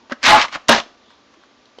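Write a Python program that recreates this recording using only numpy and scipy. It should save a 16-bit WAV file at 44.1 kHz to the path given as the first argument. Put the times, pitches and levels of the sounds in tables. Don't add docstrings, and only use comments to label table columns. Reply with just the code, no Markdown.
import sys
import numpy as np
from scipy import signal
from scipy.fft import rfft, irfft, next_fast_len
from scipy.io import wavfile
from scipy.ndimage import uniform_filter1d, map_coordinates

SR = 44100
rng = np.random.default_rng(int(sys.argv[2]) if len(sys.argv) > 2 else 0)


def transcribe(u):
    v = np.clip(np.atleast_2d(u).T, -1, 1)
    q = np.round(v * 32767).astype(np.int16)
    wavfile.write(sys.argv[1], SR, q)


N = 79380

# freq_hz, level_db
WIRE_SPECTRUM = [(30, -19), (150, -18), (400, -5.5), (650, -3.5), (1100, -1), (1700, 0), (2600, -4),
                 (4200, -6.5), (6300, -13.5), (7500, -24), (9500, -55), (15000, -71)]


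def amp(db):
    return 10 ** (np.asarray(db) / 20)


def unit(x):
    return x / np.sqrt(np.mean(x ** 2) + 1e-20)


def clock():
    return np.arange(N) / SR


def along(points, hz):
    f, v = np.transpose(points)
    return np.interp(np.log(hz + 1), np.log(f + 1), v)


def wobble(knots_per_s):
    return map_coordinates(rng.standard_normal(N // 40), [clock() * knots_per_s], mode="wrap")


def colour(x, gain_db, size=4096):
    cepstrum = irfft(np.log(amp(gain_db(np.fft.rfftfreq(size, 1 / SR))) + 1e-6))
    cepstrum[1:size // 2] *= 2
    cepstrum[size // 2 + 1:] = 0
    h = irfft(np.exp(rfft(cepstrum)))
    return signal.fftconvolve(x, h / np.linalg.norm(h))[:len(x)]


def hump(centre_hz, octaves):
    return lambda hz: -20 * np.log10(1 + (np.log2((hz + 1) / centre_hz) / octaves) ** 2 / 2)


def burst(t60_s, gain_db):
    fade = amp(-60 * clock()[:SR // 4] / t60_s)
    crack = colour(fade * rng.standard_normal(len(fade)), gain_db)
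    return crack * np.linalg.norm(fade) / np.linalg.norm(crack)


def ring(modes):
    attack_s = .002
    t = clock()[:SR // 2]
    norm = np.sqrt(sum(amp(db) ** 2 for _, db, _ in modes) / 2)
    tone = 0
    for hz, db, t60_s in modes:
        tone = tone + amp(db - 60 * t / t60_s) * np.sin(2 * np.pi * (hz * t + rng.random()))
    return tone * (1 - np.exp(-t / attack_s)) / norm


def add(track, start_s, sound):
    part = track[round(start_s * SR):][:len(sound)]
    part += sound[:len(part)]


def contacts():
    rate_per_s, t60_s = 1400, 0.024
    hits = (rng.random(N) < rate_per_s / SR).astype(float)
    energy = signal.lfilter([1], [1, -np.exp(-np.log(1e6) / (t60_s * SR))], hits)
    steady = np.abs(uniform_filter1d(energy, size=1100)) + 1e-9
    return np.sqrt(energy / steady) * rng.standard_normal((2, N))


def background():
    # freq_hz, level_db
    air_spectrum = [(25, -28), (60, -12.5), (165, -15), (208, -4), (276, -1.5), (340, -6.5), (615, -7),
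                    (682, -8.5), (1200, -11), (1440, -11.5), (2130, -15), (3750, -15.5), (5820, -20.5),
                    (7100, -26.5), (7600, -43.5), (8600, -54), (12000, -66.5)]
    # freq_hz, level_db (rms)
    hum_tones = [(285, -62.5), (1168, -52.5)]
    air_db, wander_rad = -40.5, 1.4
    t = clock()
    air = unit(colour(rng.standard_normal(N), lambda hz: along(air_spectrum, hz)))
    hum = 0
    for hz, db in hum_tones:
        hum = hum + amp(db) * np.sqrt(2) * np.sin(2 * np.pi * hz * t + wander_rad * wobble(14))
    return amp(air_db) * air + hum


def shuffling():
    # start_s, level_db, centre_hz, width_octaves
    ticks = [(0.861, -28.5, 292, 0.34), (1.104, -29.5, 1100, 0.53), (1.113, -36, 1100, 0.88),
             (1.339, -31, 1500, 0.44), (1.344, -37, 1400, 0.37), (1.372, -30.5, 290, 0.18),
             (1.4365, -29, 1290, 0.41), (1.656, -33, 3900, 0.2), (1.785, -17.5, 438, 0.4),
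             (1.7854, -30.5, 4360, .3), (1.787, -24.5, 3150, 0.15), (1.789, -44, 875, .3)]
    # peak_s, length_s, level_db, centre_hz
    rustles = [(0.019, .05, -45, 913), (0.627, 0.045, -47, 696), (1.106, 0.079, -44, 3400),
               (1.116, 0.053, -45, 1020), (1.308, 0.023, -58, 6000), (1.42, 0.054, -49.5, 3304)]
    tick_t60_s, rustle_octaves, lowpass_hz = 0.025, 0.16, 7200
    out = np.zeros(N)
    for start_s, db, hz, octaves in ticks:
        add(out, start_s, amp(db) * burst(tick_t60_s, hump(hz, octaves)))
    for peak_s, length_s, db, hz in rustles:
        swell = np.exp(-((clock() - peak_s) / length_s) ** 2)
        out += amp(db) * swell * unit(colour(contacts()[0], hump(hz, rustle_octaves)))
    return signal.sosfilt(signal.butter(8, lowpass_hz, fs=SR, output="sos"), out)


def blows():
    # start_s, level_db, tilt_db_per_octave, wire_hz, tray_thud_db
    strikes = [(0.0976, -19.5, -2.5, 885, -58), (0.108, -23.5, -3.5, 1230, -58),
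               (0.113, -18, -8, 518.5, -33), (0.1208, -10.5, -1.5, 1588, -25.5),
               (0.2296, -12, 5.5, 1770, -48.5), (0.236, -13, 8, 1930, -46),
               (0.2404, -12.5, 4.5, 1820, -29.5), (0.2481, -12, 1.5, 2080, -40),
               (0.2564, -11, 6.5, 1620, -37), (.268, -12, 1, 2300, -27), (.278, -8.5, 0, 1030, -30),
               (0.4413, -13.5, -3.5, 1200, -48), (.4525, -15, -1, 890, -52.5), (0.483, -18, 0, 2320, -51),
               (0.5261, -16.5, 1.5, 1250, -55), (.5503, -15, -2, 1140, -48), (0.5563, -13.5, -3, 1180, -39),
               (0.684, -12, 8, 1700, -35), (0.6904, -0.5, -3.5, 3560, -9), (.695, -1, -4.5, 657, -2.5),
               (.714, -9, 0.5, 1100, -19), (0.727, -7.5, -2.5, 1600, -46), (0.748, -8, -9, 919, -25),
               (0.7811, -10, -4, 680, -31), (0.8, -11, -1, 3100, -47), (.836, -26, 6, 3400, -60)]
    # freq_hz, level_db, t60_s
    tray_modes = [(87, -13.5, 0.097), (231, -5, 0.16), (262, 4.5, 0.057), (461, -2.5, .05),
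                  (560.5, -2.5, .06)]
    # freq_hz, level_db, t60_s
    frame_modes = [(250.4, 4, .07), (552, 2.5, 0.039), (900, -4, .035), (1135, -9.5, .035),
                   (1330, -6.5, .035), (1528, -7, .04), (1791, -1, 0.044)]
    crack_t60_s, peak_db, peak_octaves = 0.036, 9, 0.24
    frame_s, frame_db = .118, -11.5
    cracks, thuds = np.zeros(N), np.zeros(N)
    for start_s, db, tilt, wire_hz, thud_db in strikes:
        def crack_db(hz):
            peak = peak_db * np.exp(-(np.log2((hz + 1) / wire_hz) / peak_octaves) ** 2 / 2)
            return along(WIRE_SPECTRUM, hz) + tilt * np.log2(1 + hz / 500) + peak
        add(cracks, start_s, amp(db) * burst(crack_t60_s, crack_db))
        add(thuds, start_s, amp(thud_db) * ring(tray_modes))
    add(thuds, frame_s, amp(frame_db) * ring(frame_modes))
    return cracks, thuds


def rattle():
    # time_s, clatter_db, brightness_db, tray_rumble_db, panel_ring_db
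    shake = [(0.203, -52.5, 12, -57, -78), (0.229, -37, 11, -45.5, -48), (0.239, -24, 11, -37.5, -50),
             (0.264, -16, 11.5, -34.5, -32), (.285, -12, 5, -26.5, -17), (.31, -9, 1.5, -19, -18),
             (0.329, -13, 0, -21, -5), (0.364, -12, -6.5, -28.5, -9.5), (0.387, -13.5, -1, -24.5, -17.5),
             (0.427, -18, 9.5, -44, -26), (0.454, -22, -10, -38.5, -53), (.468, -52, -4, -59.5, -64),
             (0.506, -46, 11, -67, -70), (0.529, -28, 9.5, -52.5, -54), (0.557, -22.5, 5, -35, -36),
             (0.575, -38, -8.5, -36, -24.5), (0.591, -58, -3, -46, -63)]
    # freq_hz, level_db
    panel_modes = [(664, -8.5), (774, -8.5), (821, -7.5), (850, 1), (958, -14.5), (1046, -9), (1125, -11),
                   (1222, -20.5), (1297, -17.5), (1416, -7.5), (1681, -8.5), (2068, -11.5), (2326, -17.5),
                   (2994, -20.5)]
    # freq_hz, level_db
    body_spectrum = [(30, -26.5), (300, -19), (550, -5), (800, -2.5), (1150, 3.5), (1600, -4), (2500, -6.5),
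                     (4000, -12), (7000, -29.5), (10000, -59.5)]
    # freq_hz, level_db
    jangle_spectrum = [(500, -39.5), (1000, -13.5), (1600, 4), (2200, 4.5), (3200, 0), (4500, -3),
                       (6500, -11.5), (7600, -20), (9500, -46.5), (15000, -65.5)]
    # freq_hz, level_db
    rumble_spectrum = [(25, -6.5), (110, -8.5), (160, -17), (220, -5.5), (272, 3.5), (320, -1.5),
                       (450, -13), (700, -2.5), (1500, -51)]
    jangle_db, flutter_db, wander_rad = -5.5, 2.5, .45
    t = clock()
    s, *columns = np.transpose(shake)
    wire_db, bright_db, tray_db, panel_db = [np.interp(t, s, c) for c in columns]
    low, high = contacts()
    body = unit(colour(low, lambda hz: along(body_spectrum, hz)))
    jangle = unit(colour(high, lambda hz: along(jangle_spectrum, hz)))
    tray = unit(colour(high, lambda hz: along(rumble_spectrum, hz)))
    panel = 0
    for hz, db in panel_modes:
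        level = amp(db + flutter_db * wobble(45))
        phase = 2 * np.pi * (hz * t + rng.random()) + wander_rad * wobble(40)
        panel = panel + level * np.sin(phase)
    moving = (t > s[0]) & (t < s[-1])
    clatter = amp(wire_db) * (body + amp(jangle_db + bright_db) * jangle) + amp(tray_db) * tray
    return moving * clatter, moving * amp(panel_db) * unit(panel)


def door():
    # freq_hz, level_db, t60_s
    door_modes = [(622, 11, 0.098), (699, 3, 0.43), (810, 1.5, 0.31), (937, 4.5, 0.32), (1057.6, -4, 0.28),
                  (1440, -15, 0.3), (1518, -15, 0.27), (1618, 3.5, 0.25), (1773, -8.5, 0.15),
                  (1880, -3, 0.321), (2076, -25.5, 0.16), (3080, -8, 0.36), (3790, 1, 0.24)]
    slam_s, ring_db = .69, -8
    chatter_db, chatter_t60_s, chatter_end_s = -9.5, 0.63, .80
    tone, t = np.zeros(N), clock()
    add(tone, slam_s, amp(ring_db) * ring(door_modes))
    fade = amp(chatter_db - 60 * np.abs(t - slam_s) / chatter_t60_s)
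    fade = fade * (t > slam_s) * (t < chatter_end_s)
    return fade * unit(colour(contacts()[0], lambda hz: along(WIRE_SPECTRUM, hz))), tone


def room(x):
    # freq_hz, t60_s
    decay_times = [(100, 0.4), (500, 0.39), (2000, 0.3), (7000, 0.35)]
    hz, t, z = signal.stft(rng.standard_normal(SR // 2), SR, nperseg=256)
    fade = amp(-60 * t / along(decay_times, hz)[:, None])
    tail = signal.istft(z * fade, SR, nperseg=256)[1]
    return signal.fftconvolve(np.pad(x, (SR // 200, 0)), tail / np.linalg.norm(tail))[:N]


def scene():
    room_db, thud_send_db, tick_send_db = -8, -8, 1
    clatter, panel = rattle()
    chatter, door_ring = door()
    cracks, thuds = blows()
    wires, light = clatter + chatter + cracks, shuffling()
    echo = amp(room_db) * room(wires + amp(thud_send_db) * thuds + amp(tick_send_db) * light)
    return (wires + thuds + light + echo + panel + door_ring + background())[None]


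def record(dry):
    open_db, slope_db_per_db, depth_db, window_s = -9.5, 0.79, 14, 0.027
    clip_level, clip_hardness = 0.72, 9
    top_hz, edge_hz = 15830, 400
    power = np.abs(uniform_filter1d(dry ** 2, max(1, int(window_s * SR)), axis=-1))
    power_db = 10 * np.log10(power + 1e-12)
    x = dry * amp(np.clip(slope_db_per_db * (power_db - open_db), -depth_db, 0))
    x = x / (1 + np.abs(x / clip_level) ** clip_hardness) ** (1 / clip_hardness)
    m = next_fast_len(N + SR // 4)
    lowpass = np.clip((top_hz - np.fft.rfftfreq(m, 1 / SR)) / edge_hz + .5, 0, 1)
    return irfft(rfft(x, m) * lowpass, m)[..., :N]


dry = scene()
out = record(dry)
transcribe(out)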